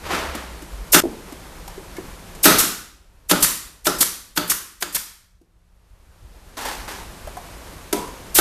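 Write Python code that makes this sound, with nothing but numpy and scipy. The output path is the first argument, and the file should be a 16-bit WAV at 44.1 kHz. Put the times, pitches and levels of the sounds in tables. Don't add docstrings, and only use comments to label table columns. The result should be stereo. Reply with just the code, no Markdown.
import sys
import numpy as np
from scipy import signal
from scipy.fft import rfft, irfft, next_fast_len
from scipy.io import wavfile
from scipy.ndimage import uniform_filter1d

SR = 44100
rng = np.random.default_rng(int(sys.argv[2]) if len(sys.argv) > 2 else 0)


def transcribe(u):
    v = np.clip(np.atleast_2d(u).T, -1, 1)
    q = np.round(v * 32767).astype(np.int16)
    wavfile.write(sys.argv[1], SR, q)


def voltage_ratio(decibels):
    exponent = np.asarray(decibels, float) / 20
    return 10 ** exponent


N = 370542

# (time [s], thin hiss [dB], full flow [dB], creep before flood [ms])
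VALVE_OPENINGS = [
    (.917, -13, -9.5, 10),
    (2.427, -9, -7.5, 9.6),
    (3.284, -24, -11.5, 9),
    (3.840, -28, -17.5, 10),
    (4.349, -40, -21, 10),
    (4.8, -34, -30, 8),
    (8.342, -10.5, -12.5, 9),
]
# (time [s], crack [dB], box ring [dB], room send [dB], ring above 1 kHz [dB])
DRIVER_BLOWS = [
    (0.9443, -5.5, -14.5, -1.5, 1.5),
    (2.4543, -1.5, -13, 0, -0.5),
    (3.3114, -6, -17, -4.5, -5),
    (3.8680, -11, -20.5, -2.5, -4),
    (4.3742, -14, -25, -4, -3),
    (4.8240, -17.5, -32.5, -5, 1),
    (8.3850, -7.5, -11, -0.5, -2),
]
# (frequency [Hz], density [dB])
THIN_AIR = [(300, -45.5), (3000, -23), (5000, -6.5), (9000, -2.5), (13000, 0.5), (14600, -4.5)]
# (frequency [Hz], density [dB])
FLOOD_AIR = [(90, -39.5), (200, -12.5), (1500, -9.5), (3000, -4.5), (5000, -9.5), (9000, -5.5), (13000, -5),
             (14600, -3)]
# (frequency [Hz], density [dB])
CRACK_TONE = [(90, -38), (250, -9), (900, -8), (1500, 2), (2300, -9), (4000, -5), (8000, -9.5),
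              (14600, -10)]
# (frequency [Hz], level [dB], T60 [s])
BOX_MODES = [(179.7, -6, 0.33), (300, -5, 0.24), (410, -8, 0.23), (482, -11, .2), (600, -7, 0.32),
             (712, -9, 0.092), (860, -8.5, 0.21), (1044, -11.5, 0.089), (1302, 0, 0.23), (1415, -4, 0.25),
             (1527, 0, 0.096), (1672, -7, 0.11), (2156, -13, .1), (2825, -13, .1), (3450, -9, .1),
             (4500, -14.5, .08)]


def fire(opening, blow):
    opens_s, thin_db, full_db, creep_ms = opening
    blow_s, crack_db, box_db, room_db, upper_db = blow
    t = opens_s - blow_s + np.arange(SR // 3) / SR
    size = len(t)

    floods_s = t[0] + creep_ms / 1000
    rise_s = 0.6 * creep_ms / 1000
    thin = voltage_ratio(thin_db) * noise(size, THIN_AIR, NEAR) * burst(t, t[0], 0.009, -t[0], 0.044)
    flood = burst(t, floods_s, rise_s, 0.008 - floods_s - rise_s, 0.05)
    full = voltage_ratio(full_db) * noise(size, FLOOD_AIR, NEAR) * flood

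    strike = 1.4 * burst(t, 0, 0.00046, 0.00087, 0.0066)
    rebound = 1.3 * burst(t, 0.003, 0.00051, 0.00067, 0.0066)
    tail = 0.5 * burst(t, 0, 0.0017, 0.007, 0.04)
    crack = voltage_ratio(crack_db) * noise(size, CRACK_TONE, NEAR) * (strike + rebound + tail)

    modes = [(hz, db + upper_db * (hz > 1000), t60_s * 1.08) for hz, db, t60_s in BOX_MODES]
    boom = voltage_ratio(box_db + 10.5) * ring(modes, t, 0.06)
    cavity_hz, flutter_hz = 322, 57
    beat = np.sin(2 * np.pi * cavity_hz * t) * np.sin(np.pi * flutter_hz * t)
    beat = voltage_ratio(box_db + 4) * beat * burst(t, 0, 0.002, 0, 0.24)
    return opens_s, sent(thin + full + crack + (boom + beat), room_db)


# (burst time [s], burst level [dB], burst length [ms], room send [dB])
VENTS = [
    (2.584, -10.5, 28, 1),
    (3.424, -8.5, 24, -1),
    (4.006, -8.5, 23, -4.5),
    (4.497, -13, 24, -4.5),
    (4.946, -16, 18, -4.5),
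]
# (frequency [Hz], density [dB])
JET_TONE = [(90, -40), (150, -9.5), (650, -14.5), (2300, -11.5), (3700, -7), (7100, -3.5), (10000, -2),
            (12700, -2), (14600, -3.5)]
# (frequency [Hz], density [dB])
PISTON_TONE = [(300, -28), (900, -7.5), (1400, 2.5), (2500, -8.5), (4500, -18.5), (9000, -25.5)]


def vent(s, burst_db, length_ms, room_db):
    t = np.arange(-0.022, 0.3, 1 / SR)
    size = len(t)
    seep_db, top_stop_db = -11.5, -6
    seep = 0.6 * burst(t, -0.022, 0.002, 0.02, 0.03) + 0.39 * burst(t, -0.013, 0.036, 0, 0.026)
    seep = voltage_ratio(burst_db + seep_db) * seep
    jet = 1.47 * burst(t, -0.0026, 0.0056, length_ms / 1000, 0.015) * voltage_ratio(-330 * t)
    jet = voltage_ratio(burst_db) * (jet + 0.22 * burst(t, 0, 0.0057, 0.027, 0.25))
    stop = burst(t, 0.021, 0.0004, 0.0012, 0.026)
    stop = voltage_ratio(burst_db + top_stop_db) * noise(size, PISTON_TONE, NEAR) * stop
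    air = noise(size, THIN_AIR, NEAR) * seep + noise(size, JET_TONE, NEAR) * jet
    return s + t[0], sent(air + stop, room_db)


# (frequency [Hz], density [dB])
TICK_TONE = [(200, -20), (1500, -4.5), (4000, -6), (9000, -5), (14500, -7.5)]


def knock(modes, spread, s, db, tick_db, room_db):
    t = np.arange(0, 0.4, 1 / SR)
    tick = voltage_ratio(tick_db) * noise(len(t), TICK_TONE, NEAR) * burst(t, 0, 0.002, 0.0032, 0.048)
    return s, sent(voltage_ratio(db + 5) * ring(modes, t, spread) + tick, room_db)


# (time [s], ring [dB], tick [dB], room send [dB])
SHELF_CONTACT = (7.926, -15.5, -15, -2.5)
# (frequency [Hz], level [dB], T60 [s])
TOOL_MODES = [(240, -12, .2), (301, -4, .25), (360, -6, 0.17), (400, -2.5, .4), (601, -2, 0.15),
              (700, -4.5, .3), (831, -16, .25), (973, -5, .45), (1296, -4, 0.18), (2105, -28, .15),
              (2864, -23, 0.12)]


def set_down():
    return knock(TOOL_MODES, 0.019, *SHELF_CONTACT)


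# (time [s], level [dB], pitch [Hz], tick [dB])
PANEL_KNOCKS = [(.349, -31, 257, -28.5), (.620, -37.5, 300, -39), (1.035, -16, 323, -41),
                (1.051, -19, 302, -42), (1.321, -34.5, 275, -39), (1.676, -35.5, 860, -34),
                (1.776, -31.5, 368, -55), (1.965, -35, 1950, -37), (1.982, -25.5, 375, -51),
                (2.348, -47, 400, -38.5), (5.412, -51.5, 323, -64), (6.653, -30, 503, -32.5),
                (7.271, -31, 627, -41), (7.367, -29, 793, -39), (8.076, -40, 620, -41),
                (8.262, -59, 510, -49)]
# (pitch ratio [1], level [dB])
PANEL_PARTIALS = [(1, 1), (1.33, -8), (1.95, -11), (2.8, -14)]


def panel_knock(s, db, pitch_hz, tick_db):
    modes = [(pitch_hz * ratio, level, 0.08 / ratio ** 0.5) for ratio, level in PANEL_PARTIALS]
    return knock(modes, 0.13, s, db, tick_db, room_db=-3.5)


# (start [s], level [dB], rise [s], hold [s])
SLIDE_STROKES = [
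    (0, -30.5, 0.064, 0.011),
    (.075, -20.5, 0.04, 0.036),
    (.342, -32.5, 0.0031, .002),
]
# (frequency [Hz], density [dB])
SLIDE_COLOUR = [(80, -29), (150, -7.5), (310, -1), (750, -1.5), (1040, 0), (2000, -3), (4000, -9.5),
                (9000, -19), (14300, -23)]


def slide():
    return drag(SLIDE_STROKES, 0.83, SLIDE_COLOUR, slips_per_s=1500, spread_db=2.4)


# (start [s], level [dB], rise [s], hold [s])
CLATTER_STROKES = [
    (6.567, -29, 0.0042, 0.062),
    (6.647, -27, 0.0065, 0.036),
    (6.874, -31, 0.006, 0.031),
]
# (frequency [Hz], density [dB])
CLATTER_COLOUR = [(120, -46), (250, -6.5), (650, -7), (850, 1.5), (1250, -6), (1650, -4), (2200, -8),
                  (6000, -12), (14300, -18.5)]


def clatter():
    return drag(CLATTER_STROKES, 0.73, CLATTER_COLOUR, slips_per_s=1200, spread_db=2.1)


def drag(strokes, t60_s, tone, slips_per_s, spread_db):
    t = strokes[0][0] + np.arange(SR * 5 // 8) / SR
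    hits = rng.random(len(t)) < slips_per_s / SR
    slips = hits * voltage_ratio(spread_db * np.minimum(rng.exponential(1, len(t)), 4))
    slips = signal.lfilter([1], [1, -0.985], slips)
    power = sum((voltage_ratio(db) * burst(t, s, rise_s, hold_s, t60_s)) ** 2 for s, db, rise_s, hold_s in strokes)
    texture = noise(len(t), tone, SAME) * (1.1 + 0.45 * evened(slips))
    return t[0], evened(texture) * np.sqrt(power)


# (time [s], level [dB])
CASING_THROBS = [(.13, -45), (.30, -33), (.55, -34.5), (.74, -32.5), (.81, -30), (.93, -38.5)]


def fan():
    t = np.arange(0, 0.95, 1 / SR)
    top_hz, end_hz, coasts_s, sag_hz_per_s = 77.4, 46, 0.12, 46
    hz = np.clip(top_hz - sag_hz_per_s * (t - coasts_s), end_hz, top_hz)
    tone = np.sqrt(2) * np.sin(2 * np.pi * np.cumsum(hz) / SR)
    tone = tone * swells(CASING_THROBS, 0.026, voltage_ratio(-41.5), t)
    return np.tile(tone * signal.windows.tukey(len(t), 0.1), (2, 1))


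# (time [s], level [dB])
SLOW_GAIN = [
    (2.44, 0),
    (2.6, -18),
    (3.0, -20),
    (3.4, -14.5),
    (4.3, -19),
    (5.0, -30),
    (5.45, -29.5),
    (6.9, 0.5),
]
# (frequency [Hz], density [dB])
HISS_TONE = [(82, -35.5), (140, -5), (177, -2.5), (236, -9), (335, -7.5), (465, -9.5), (522, -8.5),
             (769, -11), (933, -10.5), (3280, -18), (12700, -23), (14300, -30)]
# (frequency [Hz], density [dB])
RUMBLE_TONE = [(8.8, -37), (15, -4.5), (49, 2), (63, -1.5), (81, -8.5), (110, -8.5), (140, -37),
               (240, -120)]
# (time [s], level [dB])
CAMERA_THUDS = [(1.07, -36), (1.78, -39), (2.6, -34.5), (3.44, -38.5), (4.0, -37), (4.52, -50), (4.96, -47),
                (5.58, -50), (5.93, -46), (6.08, -45.5), (6.24, -42), (6.62, -40.5), (6.8, -40),
                (7.03, -44), (7.24, -42), (7.63, -53), (8.4, -32)]
# (time [s], level [dB])
HUM_LEVEL = [(1.0, -73.5), (1.2, -57), (1.8, -53), (2.4, -46.5), (2.5, -69)]


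def background():
    t = np.arange(N) / SR
    gain = curve(SLOW_GAIN, t)
    lumps = evened(uniform_filter1d(rng.standard_normal(N), 2500))
    steady = np.where(t < SCENE_CHANGE[0][0], voltage_ratio(-43), voltage_ratio(-42.5) * gain ** 0.5)
    rumble = evened(noise(N, RUMBLE_TONE, NEAR) * voltage_ratio(1.5 * lumps))
    rumble = rumble * swells(CAMERA_THUDS, 0.022, steady, t)
    hum_hz = 175 + 4 * lumps
    hum = np.sin(2 * np.pi * np.cumsum(hum_hz) / SR) * curve(HUM_LEVEL, t)
    hiss = voltage_ratio(-41) * noise(N, HISS_TONE, SAME) * gain * voltage_ratio(0.46 * lumps[::-1])
    return hum + hiss + rumble


# (frequency [Hz], T60 [s])
ROOM_T60 = [(100, 0.68), (260, .6), (700, 0.56), (1840, 0.62), (4850, 0.57), (12800, .46)]
# (frequency [Hz], level [dB])
WALL_COLOUR = [(150, -4), (320, -1), (600, -7), (1000, 1), (1500, -2), (2500, 1.5), (6000, 1), (13000, -2)]


def diffuse(send):
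    frame = dict(nperseg=512, noverlap=384)
    hz, t, z = signal.stft(send, SR, **frame)
    energy = uniform_filter1d(abs(z) ** 2, size=3, axis=0)
    u = t[t < 1]
    build_up = np.clip((u - 0.005) / 0.009, 0, 1)
    leak = voltage_ratio(-120 * u / read(ROOM_T60, hz)[:, None]) * build_up
    leak = leak / leak.sum(axis=1)[:, None]
    stored = signal.fftconvolve(energy, leak, axes=1)[:, :len(t)]
    white = noise(len(send), [(1, 0), (2, 0)], SAME)
    field = signal.stft(white, SR, **frame)[2]
    field = field / np.sqrt(np.mean(abs(field) ** 2))
    field = field * np.sqrt(abs(stored)) * voltage_ratio(read(WALL_COLOUR, hz))[:, None]
    return signal.istft(field, SR, **frame)[1][:, :len(send)]


def ring(modes, t, spread):
    hz, db, t60_s = np.transpose(np.repeat(modes, 4, axis=0))[:, :, None]
    hz = hz * (1 + spread * rng.uniform(-1, 1, hz.shape))
    phase = 2 * np.pi * (hz * t + rng.random(hz.shape))
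    build_up = np.clip(hz * t / 1.5, 0, 1)
    partners = voltage_ratio(db - 60 * t / t60_s) * np.sin(phase) * build_up
    out = partners.sum(0) * burst(t, 0, 0.003, 0, 11)
    return np.tile(out / abs(out).max(), (2, 1))


def burst(t, start_s, rise_s, hold_s, t60_s):
    u = t - start_s
    return np.clip(u / rise_s, 0, 1) ** 2 * voltage_ratio(-60 * np.maximum(u - rise_s - hold_s, 0) / t60_s)


# (frequency [Hz], likeness [0-1])
NEAR = [(60, .96), (380, 0.96), (940, 1), (2400, .6), (6000, .45), (14000, .5)]
# (frequency [Hz], likeness [0-1])
SAME = [(60, 0.92), (150, 0.97), (380, 0.92), (940, 0.79), (2360, 0.29), (5910, 0.14), (14800, 0.2)]


def noise(size, tone, likeness):
    wide = next_fast_len(size)
    ports = pair(*rng.standard_normal((2, wide)), likeness)
    shape = voltage_ratio(read(tone, np.fft.rfftfreq(wide, 1 / SR)))
    return evened(irfft(rfft(ports) * shape, wide)[:, :size])


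# (frequency [Hz], left minus right [dB])
PORT_LEAN = [(60, -1.5), (240, -1), (940, -2), (3740, -2), (14800, -3.5)]


def pair(left, other, likeness):
    size = next_fast_len(len(left))
    hz = np.fft.rfftfreq(size, 1 / SR)
    same = np.clip(read(likeness, hz), 0, 1)
    lean = voltage_ratio(read(PORT_LEAN, hz) / 2)
    a, b = rfft(left, size), rfft(other, size)
    right = same * a + np.sqrt(1 - same ** 2) * b
    return irfft([a * lean, right / lean], size)[:, :len(left)]


def evened(x):
    return x / np.sqrt(np.mean(x ** 2) + 1e-20)


def read(points, hz):
    f, value = np.transpose(points)
    return np.interp(np.log(hz + 1), np.log(f + 1), value)


def curve(rows, t):
    s, db = np.transpose(rows)
    return voltage_ratio(np.interp(t, s, db))


def swells(rows, width_s, base, t):
    power = sum((voltage_ratio(db) * np.exp(-0.5 * ((t - s) / width_s) ** 2)) ** 2 for s, db in rows)
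    return np.sqrt(base ** 2 + power)


def sent(x, room_db):
    return np.vstack([x, voltage_ratio(room_db) * x[:1]])


def add(mix, s, sound):
    part = mix[:, round(s * SR):][:, :sound.shape[1]]
    part += sound[:, :part.shape[1]]


# (time [s], level [dB])
SCENE_CHANGE = [
    (1.003, 4),
    (1.006, -14),
    (1.024, -11),
    (1.03, -64),
]


def scene():
    first, near = np.zeros((3, SR * 2)), np.zeros((3, N))
    add(first, *fire(VALVE_OPENINGS[0], DRIVER_BLOWS[0]))
    for opening, blow in zip(VALVE_OPENINGS[1:], DRIVER_BLOWS[1:]):
        add(near, *fire(opening, blow))
    for row in VENTS:
        add(near, *vent(*row))
    for row in PANEL_KNOCKS:
        add(near, *panel_knock(*row))
    add(near, *set_down())

    mix = near[:2] + diffuse(near[2]) + background()
    chop = curve(SCENE_CHANGE, np.arange(SR * 2) / SR)
    add(mix, 0, (first[:2] + diffuse(first[2])) * chop)
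    add(mix, *slide())
    add(mix, *clatter())
    add(mix, 0, fan())
    return mix


def top_cut(x):
    return signal.sosfilt(signal.butter(12, 15410, fs=SR, output="sos"), x)


def record(dry):
    overload, edge_hz = 1.72, 14200
    band = signal.firwin(1023, edge_hz, window=("kaiser", 9), fs=SR)[None]
    limited = signal.oaconvolve(overload * np.tanh(dry / overload), band, "same")
    return top_cut(np.clip(limited, -1, 1))


dry = scene()
out = record(dry)
transcribe(out)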